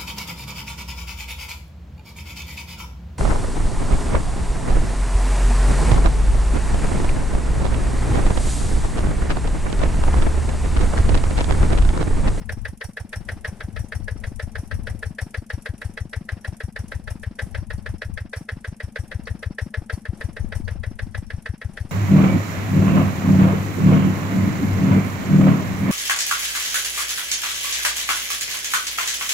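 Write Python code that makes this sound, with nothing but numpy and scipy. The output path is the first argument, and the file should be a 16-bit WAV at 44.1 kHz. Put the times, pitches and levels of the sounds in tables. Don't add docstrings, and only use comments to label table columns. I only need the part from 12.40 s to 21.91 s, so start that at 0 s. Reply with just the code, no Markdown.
import sys
import numpy as np
from scipy import signal
from scipy.fft import rfft, irfft
from scipy.io import wavfile
from scipy.ndimage import uniform_filter1d

SR = 44100
rng = np.random.default_rng(int(sys.argv[2]) if len(sys.argv) > 2 else 0)


def dump_mix(stems):
    frames = np.atleast_2d(stems).T
    limited = np.clip(frames, -1, 1)
    pcm = np.round(limited * 32767).astype(np.int16)
    wavfile.write(sys.argv[1], SR, pcm)


N = 419391

# frequency in Hz, level in dB.
CLATTER_COLOUR = [(300, -61.5), (500, -44.5), (820, -41.5), (1100, -45), (1700, -45), (2200, -48),
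                  (2700, -49.5), (4200, -62), (5400, -49.5), (7000, -95), (12000, -107)]


def knock(db, crack_t60_ms=42, ring_t60_ms=135, ring_share=0.23, head_rise_ms=1.82, case_rise_ms=3.5):
    mode_hz = [455, 525, 615, 845, 1056, 1315, 1400, 1480, 1575, 1685, 1745, 1825, 1900, 1980, 2075, 2170,
               2280, 2546, 2656, 3012, 3322, 3600, 3870, 4603]
    mode_db = [-36, -37, -36, -48, -45.5, -40, -42.5, -77, -33, -30.5, -33, -34, -32, -32.5, -39, -46.5,
               -54, -42, -48.5, -60.5, -46, -49.5, -48, -48]
    # crank angle in degrees, dB relative to the knock.
    rebounds = [(42, -16), (135, -22.5), (425, -44)]
    # frequency in Hz, level in dB.
    grit_colour = [(200, -49), (380, -34), (500, -25), (950, -36.5), (1200, -27.5), (1750, -12),
                   (2500, -29), (4200, -33.5), (5500, -38), (7000, -53), (9500, -44), (15000, -72)]
    hz, lead = np.array(mode_hz, float), SR // 100
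    ms = (np.arange(SR // 6) - lead) * 1000 / SR
    heavy = hz[:, None] < 1000
    since_peak = ms - np.where(heavy, 4.5, 2)
    swell = np.exp(np.minimum(since_peak, 0) / np.where(heavy, case_rise_ms, head_rise_ms))
    age = np.log(1000) * np.maximum(since_peak, 0)
    fade = (1 - ring_share) * np.exp(-age / crack_t60_ms) + ring_share * np.exp(-age / ring_t60_ms)
    phase = 2 * np.pi * hz[:, None] * ms / 1000 + .28 * np.arange(len(hz))[:, None] ** 2
    modes = undb(mode_db)[:, None] * swell * fade * np.exp(1j * phase)
    clank = ring(crank(0) - lead / SR, db, hz, modes, uneven_db=1.26, loose_rad=0.92)
    for degrees, rebound_db in rebounds:
        blow_db = db + rebound_db + scatter(0.7)
        clank += ring(crank(degrees) - lead / SR, blow_db, hz, modes, uneven_db=4.0, loose_rad=2.29)
    grit = stereo_noise(grit_colour) * (burst(3.9, 1.64, 90, db) + burst(53.5, 0.4, 26, db - 18))
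    return clank + grit


def air_pulses(thump_left_db, jitter_s=0.000086):
    # crank angle in degrees, pitch in Hz,
    # swell in ms, fade in ms, level in dB, left minus right in dB.
    pulses = [(193, 86, 4.5, 7.17, -16, 8), (173.4, 182, 3.8, 12, -40, 3), (343, 24, 5.5, 6.7, -38.5, 1),
              (370.85, 260, 2.2, 2.55, -31, 2), (395.6, 170, 4.7, 2.03, -31, 2.5),
              (553, 216, 1.9, 20.8, -40, 3.5)]
    out, lead = np.zeros((2, N)), SR // 25
    ms = (np.arange(3 * lead) - lead) * 1000 / SR
    for k, (degrees, hz, swell_ms, fade_ms, db, left_db) in enumerate(pulses):
        scatter_db, dip_share = (.5, 1) if k == 0 else (1.2, .3)
        envelope = np.exp(-.5 * (ms / np.where(ms < 0, swell_ms, fade_ms)) ** 2)
        puff = envelope * np.sin(2 * np.pi * hz * ms / 1000)
        times = crank(degrees) - lead / SR + jitter_s * rng.standard_normal(len(firings()))
        puff_db = db + scatter(scatter_db)
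        out[0] += place(times, undb(puff_db + left_db / 2 + dip_share * thump_left_db), puff)
        out[1] += place(times, undb(puff_db - left_db / 2), puff)
    return out


def exhaust(gas_db, jingle_db):
    # frequency in Hz, level in dB.
    gas_colour = [(200, -90), (450, -33), (820, -29), (1100, -41.5), (1700, -42), (2500, -43.5),
                  (4600, -56.5), (5500, -36), (7000, -49), (9500, -37), (12000, -49.5), (15000, -55)]
    tin_colour = [(1000, -53), (4600, -61), (5500, -45.5), (7000, -52), (9300, -41.5), (12000, -52.5),
                  (15000, -61)]
    hiss = stereo_noise(gas_colour) * burst(145.6, 4.65, 55, gas_db + 0.5)
    silencer = stereo_noise(CLATTER_COLOUR) * burst(193, 26, 153, 0.31 * jingle_db + 2 + scatter(2.3))
    sizzle = stereo_noise(tin_colour) * burst(171, 7, 240, jingle_db + .4)
    return hiss + silencer + sizzle


def valve_train(rattle_db):
    # frequency in Hz, level in dB.
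    tappet_colour = [(200, -15.5), (450, -34.5), (620, -34), (820, -36.5), (1100, -45.5), (2500, -55.5),
                     (4200, -55), (5500, -54.5), (7000, -69), (9500, -67.5), (15000, -77)]
    valve_colour = [(500, -103), (820, -102), (1100, -76), (2500, -50.5), (4200, -64), (5500, -48),
                    (7000, -48.5), (9700, -40.5), (12000, -47), (15000, -107)]
    tick = stereo_noise(tappet_colour) * burst(365.6, 4.7, 58, 2.35)
    gears = stereo_noise(CLATTER_COLOUR)
    gears *= burst(396, 4.6, 85, scatter(2.8) + 1) + burst(455, 3.4, 50, scatter(2.6) - 5)
    seat = burst(554.5, 1.2, 59, rattle_db + 1.5) + burst(698, 5, 93, rattle_db - 11 + scatter(4.5))
    injector = burst(2.6, 1.5, 29, rattle_db - 8 + scatter(3.7))
    injector += burst(49, 0.74, 29, rattle_db - 15 + scatter(1.6))
    return tick + gears + stereo_noise(valve_colour) * (seat + injector)


def sheet_metal(jingle_db, chatter_db=-10, chatter_scatter_db=4.0):
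    # frequency in Hz, level in dB, time to fade by 60 dB in ms.
    cover_modes = [(1620, -82, 103), (4500, -55, 79), (5520, -56, 130), (5580, -50, 120), (6160, -56, 126),
                   (7600, -52, 120), (8950, -72, 140), (9350, -53, 140), (10200, -47, 110),
                   (10800, -67.5, 120)]
    hz, db, t60_ms = np.transpose(cover_modes)[:, :, None]
    ms = np.arange(SR // 5) * 1000 / SR
    modes = undb(db) * np.exp(-np.log(1000) * ms / t60_ms + 2j * np.pi * hz * ms / 1000)
    kicks = ring(crank(175), jingle_db, hz[:, 0], modes, uneven_db=6.5, loose_rad=2.3)
    chatter_times = crank(rng.uniform(250, 700, len(firings())))
    blow_db = chatter_db + scatter(chatter_scatter_db)
    return kicks + ring(chatter_times, blow_db, hz[:, 0], modes, uneven_db=5.5, loose_rad=1.6)


def flywheel_and_belt():
    # frequency in Hz, level in dB.
    whirr_colour = [(30, -23), (100, -28), (220, -30), (400, -40.5), (820, -42), (1100, -52), (1700, -50.5),
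                    (4200, -61.5), (5500, -58.5), (7000, -62.5), (9500, -55.5), (15000, -79.5)]
    return stereo_noise(whirr_colour) * undb(2.43 * wander(9) - 5.5)


def low_mids(engine, low_hz=313, high_hz=800):
    # time in seconds, gain in dB.
    band_ride = [(0, -1.5), (2.2, 2.5), (3.0, 0), (6.4, 0.5), (7.2, 1.5), (8.3, 3.5), (8.7, -2.5),
                 (9.4, -2)]
    band = signal.sosfiltfilt(signal.butter(1, (low_hz, high_hz), "band", fs=SR, output="sos"), engine)
    gain = undb(np.interp(np.arange(N) / SR, *np.transpose(band_ride)))
    return engine + band * (gain - 1)


def wind(attack_s=.05, release_s=.06, lull_db=-57, right_db=-17, flutter_db=6.5):
    # start of the hold in seconds, its length in seconds, level in dB.
    gusts = [(0, 0.23, -33), (.77, 0.29, -33.5), (1.34, 0.025, -29.5), (1.585, 1, -33),
             (2.342, 0.26, -29.5), (4.42, 0.39, -35.5), (5.045, 0.79, -35.5), (6.835, 0.085, -41),
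             (8.01, 0.23, -27.5), (8.267, 0.64, -32.5)]
    # frequency in Hz, relative level in dB.
    buffet_colour = [(10, 1.5), (22, 0.5), (45, 1), (100, 3.5), (150, -17), (220, -14), (400, -69),
                     (1000, -38), (4000, -114)]
    t = np.arange(N) / SR
    strength = undb(lull_db)
    for start, hold, db in gusts:
        shape = np.exp(np.minimum(t - start, 0) / attack_s - np.maximum(t - start - hold, 0) / release_s)
        strength = np.maximum(strength, undb(db) * shape)
    eddies = noise(buffet_colour)
    flutter = undb(flutter_db * np.tanh(wander(28)))
    return eddies / eddies.std() * strength * flutter * undb([[0], [right_db]])


def firings(first_s=-.0661):
    # time in seconds, speed in rpm.
    speed = [(0, 753), (1.38, 758.43), (8.32, 768.99), (9.42, 767.47)]
    s, rpm = np.transpose(speed)
    times = [first_s]
    while times[-1] < N / SR:
        times.append(times[-1] + 2 * 60 / np.interp(times[-1], s, rpm))
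    return np.array(times[:-1])


def cycle_levels(start_db, easing_db_per_s, hunt_db, scatter_db, swap_s=1.45):
    fired = firings()
    strong = (-1) ** np.arange(len(fired)) * np.sign(fired - swap_s)
    return start_db - easing_db_per_s * fired + hunt_db * strong + scatter(scatter_db)


def accents():
    # time in seconds, extra knock in dB, extra exhaust in dB.
    odd_firings = [(.41, 1, 4.5), (1.05, 1.2, 2), (1.68, -0.5, -4), (2.79, -0.5, 3), (3.26, 0.4, -4.5),
                   (4.68, -0.5, 5.5), (4.83, -3.5, -6), (4.99, 3, 5), (5.62, 4, -1), (5.93, 0, 5),
                   (6.40, -4, 3), (6.72, -0.5, -2), (7.03, 2.2, -0.5), (7.50, .5, 5.5), (7.65, -4.5, -4.5),
                   (8.12, -0.5, 5), (8.75, 0.5, 5), (8.90, -2, -4), (9.06, 4, -3)]
    fired = firings()
    extra = np.zeros((2, len(fired)))
    for s, knock_db, exhaust_db in odd_firings:
        extra[:, np.argmin(np.abs(fired - s))] = knock_db, exhaust_db
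    return extra


def crank(degrees):
    fired = firings()
    return fired + np.gradient(fired) * degrees / 720


def scatter(db):
    return db * np.clip(rng.standard_normal(len(firings())), -2, 2)


def burst(degrees, rise_ms, t60_ms, db):
    lead = SR // 50
    ms = (np.arange(SR // 4) - lead) * 1000 / SR
    shape = np.exp(np.minimum(ms, 0) / rise_ms - np.log(1000) * np.maximum(ms, 0) / t60_ms)
    return place(crank(degrees) - lead / SR, undb(db + scatter(0.75)), shape)


def place(times, gains, shape):
    out = np.zeros(N + 2 * SR)
    for s, gain in zip(times, gains):
        at = SR + int(s * SR)
        out[at:at + len(shape)] += gain * shape
    return out[SR:SR + N]


def ring(times, db, hz, modes, uneven_db, loose_rad, apart_hz=3000, bass_left_db=7):
    size, shift = rng.standard_normal((len(times), 2, len(hz))).transpose(1, 0, 2)
    blows = undb(db[:, None] + uneven_db * size) * np.exp(1j * loose_rad * shift)
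    energy = np.sum(np.abs(modes) ** 2, axis=1)
    blows /= np.sqrt(undb(2 * uneven_db * size) @ energy / energy.sum())[:, None]
    lean = undb(bass_left_db / (1 + (hz / 1000) ** 4))
    left_over_right = lean * np.exp(1j * hz / apart_hz * (-1) ** np.arange(len(hz)))
    out = np.zeros((2, N + 2 * SR))
    for side, power in enumerate((.5, -.5)):
        waves = ((blows * left_over_right ** power) @ modes).real
        for s, wave in zip(times, waves):
            at = SR + int(s * SR)
            out[side, at:at + len(wave)] += wave
    return out[:, SR:SR + N]


def stereo_noise(colour, wide_hz=3200, bass_left=0.52):
    centre, width = noise(colour)
    lows = signal.lfilter(*signal.butter(1, wide_hz, fs=SR), centre)
    highs = signal.lfilter(*signal.butter(1, wide_hz, 'high', fs=SR), width)
    mid = (centre + (np.sqrt(2) - 1) * lows) / np.sqrt(2)
    side = highs / np.sqrt(2) + bass_left * signal.lfilter(*signal.butter(1, 900, fs=SR), mid)
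    return np.array([mid + side, mid - side])


def noise(colour):
    hz, db = np.transpose(colour)
    bin_hz = np.arange(SR * 5 + 1) / 10
    gain = undb(np.interp(np.log(bin_hz + 1), np.log(hz), db))
    return irfft(rfft(rng.standard_normal((2, SR * 10))) * gain)[:, :N]


def wander(rate_hz):
    hold = int(SR / rate_hz)
    steps = np.repeat(rng.standard_normal(N // hold + 1), hold)
    return 1.71 * uniform_filter1d(uniform_filter1d(steps, hold), hold)[:N]


def undb(db):
    return 10 ** (np.asarray(db) / 20)


def scene():
    # time in seconds, gain in dB.
    rattle_ride = [(0, -2.5), (1.0, -1), (3.4, 1), (4.2, -2.5), (7, -3.5), (8.8, -4), (9.4, -1)]
    thump_left_ride = [(0, -9), (.5, -16.5), (.75, -6), (1.15, -12), (1.36, 0), (2.1, -4), (3.1, -2.1),
                       (5.15, -3), (5.95, -9), (6.24, -6.5), (6.5, -2.5), (7.95, 0.5), (8.5, -1.8),
                       (9.4, -1.5)]
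    hard_db, kick_db = accents()
    knock_db = hard_db + cycle_levels(start_db=0.14, easing_db_per_s=0.2563, hunt_db=0.2, scatter_db=1.34)
    gas_db = kick_db + cycle_levels(start_db=3.5, easing_db_per_s=1.0, hunt_db=0.77, scatter_db=1.33)
    jingle_db = kick_db + cycle_levels(start_db=-1, easing_db_per_s=0.53, hunt_db=1.2, scatter_db=2)
    rattle_db = np.interp(firings(), *np.transpose(rattle_ride)) + scatter(2.4)
    thump_db = np.interp(firings(), *np.transpose(thump_left_ride))
    whirr = flywheel_and_belt()
    engine = knock(knock_db) + air_pulses(thump_db) + exhaust(gas_db, jingle_db) + valve_train(rattle_db)
    return low_mids(engine + whirr) + sheet_metal(jingle_db) + wind()


def record(dry, top_hz=15200):
    return signal.sosfilt(signal.ellip(8, .2, 70, top_hz, fs=SR, output="sos"), dry)


dry = scene()
out = record(dry)
dump_mix(out)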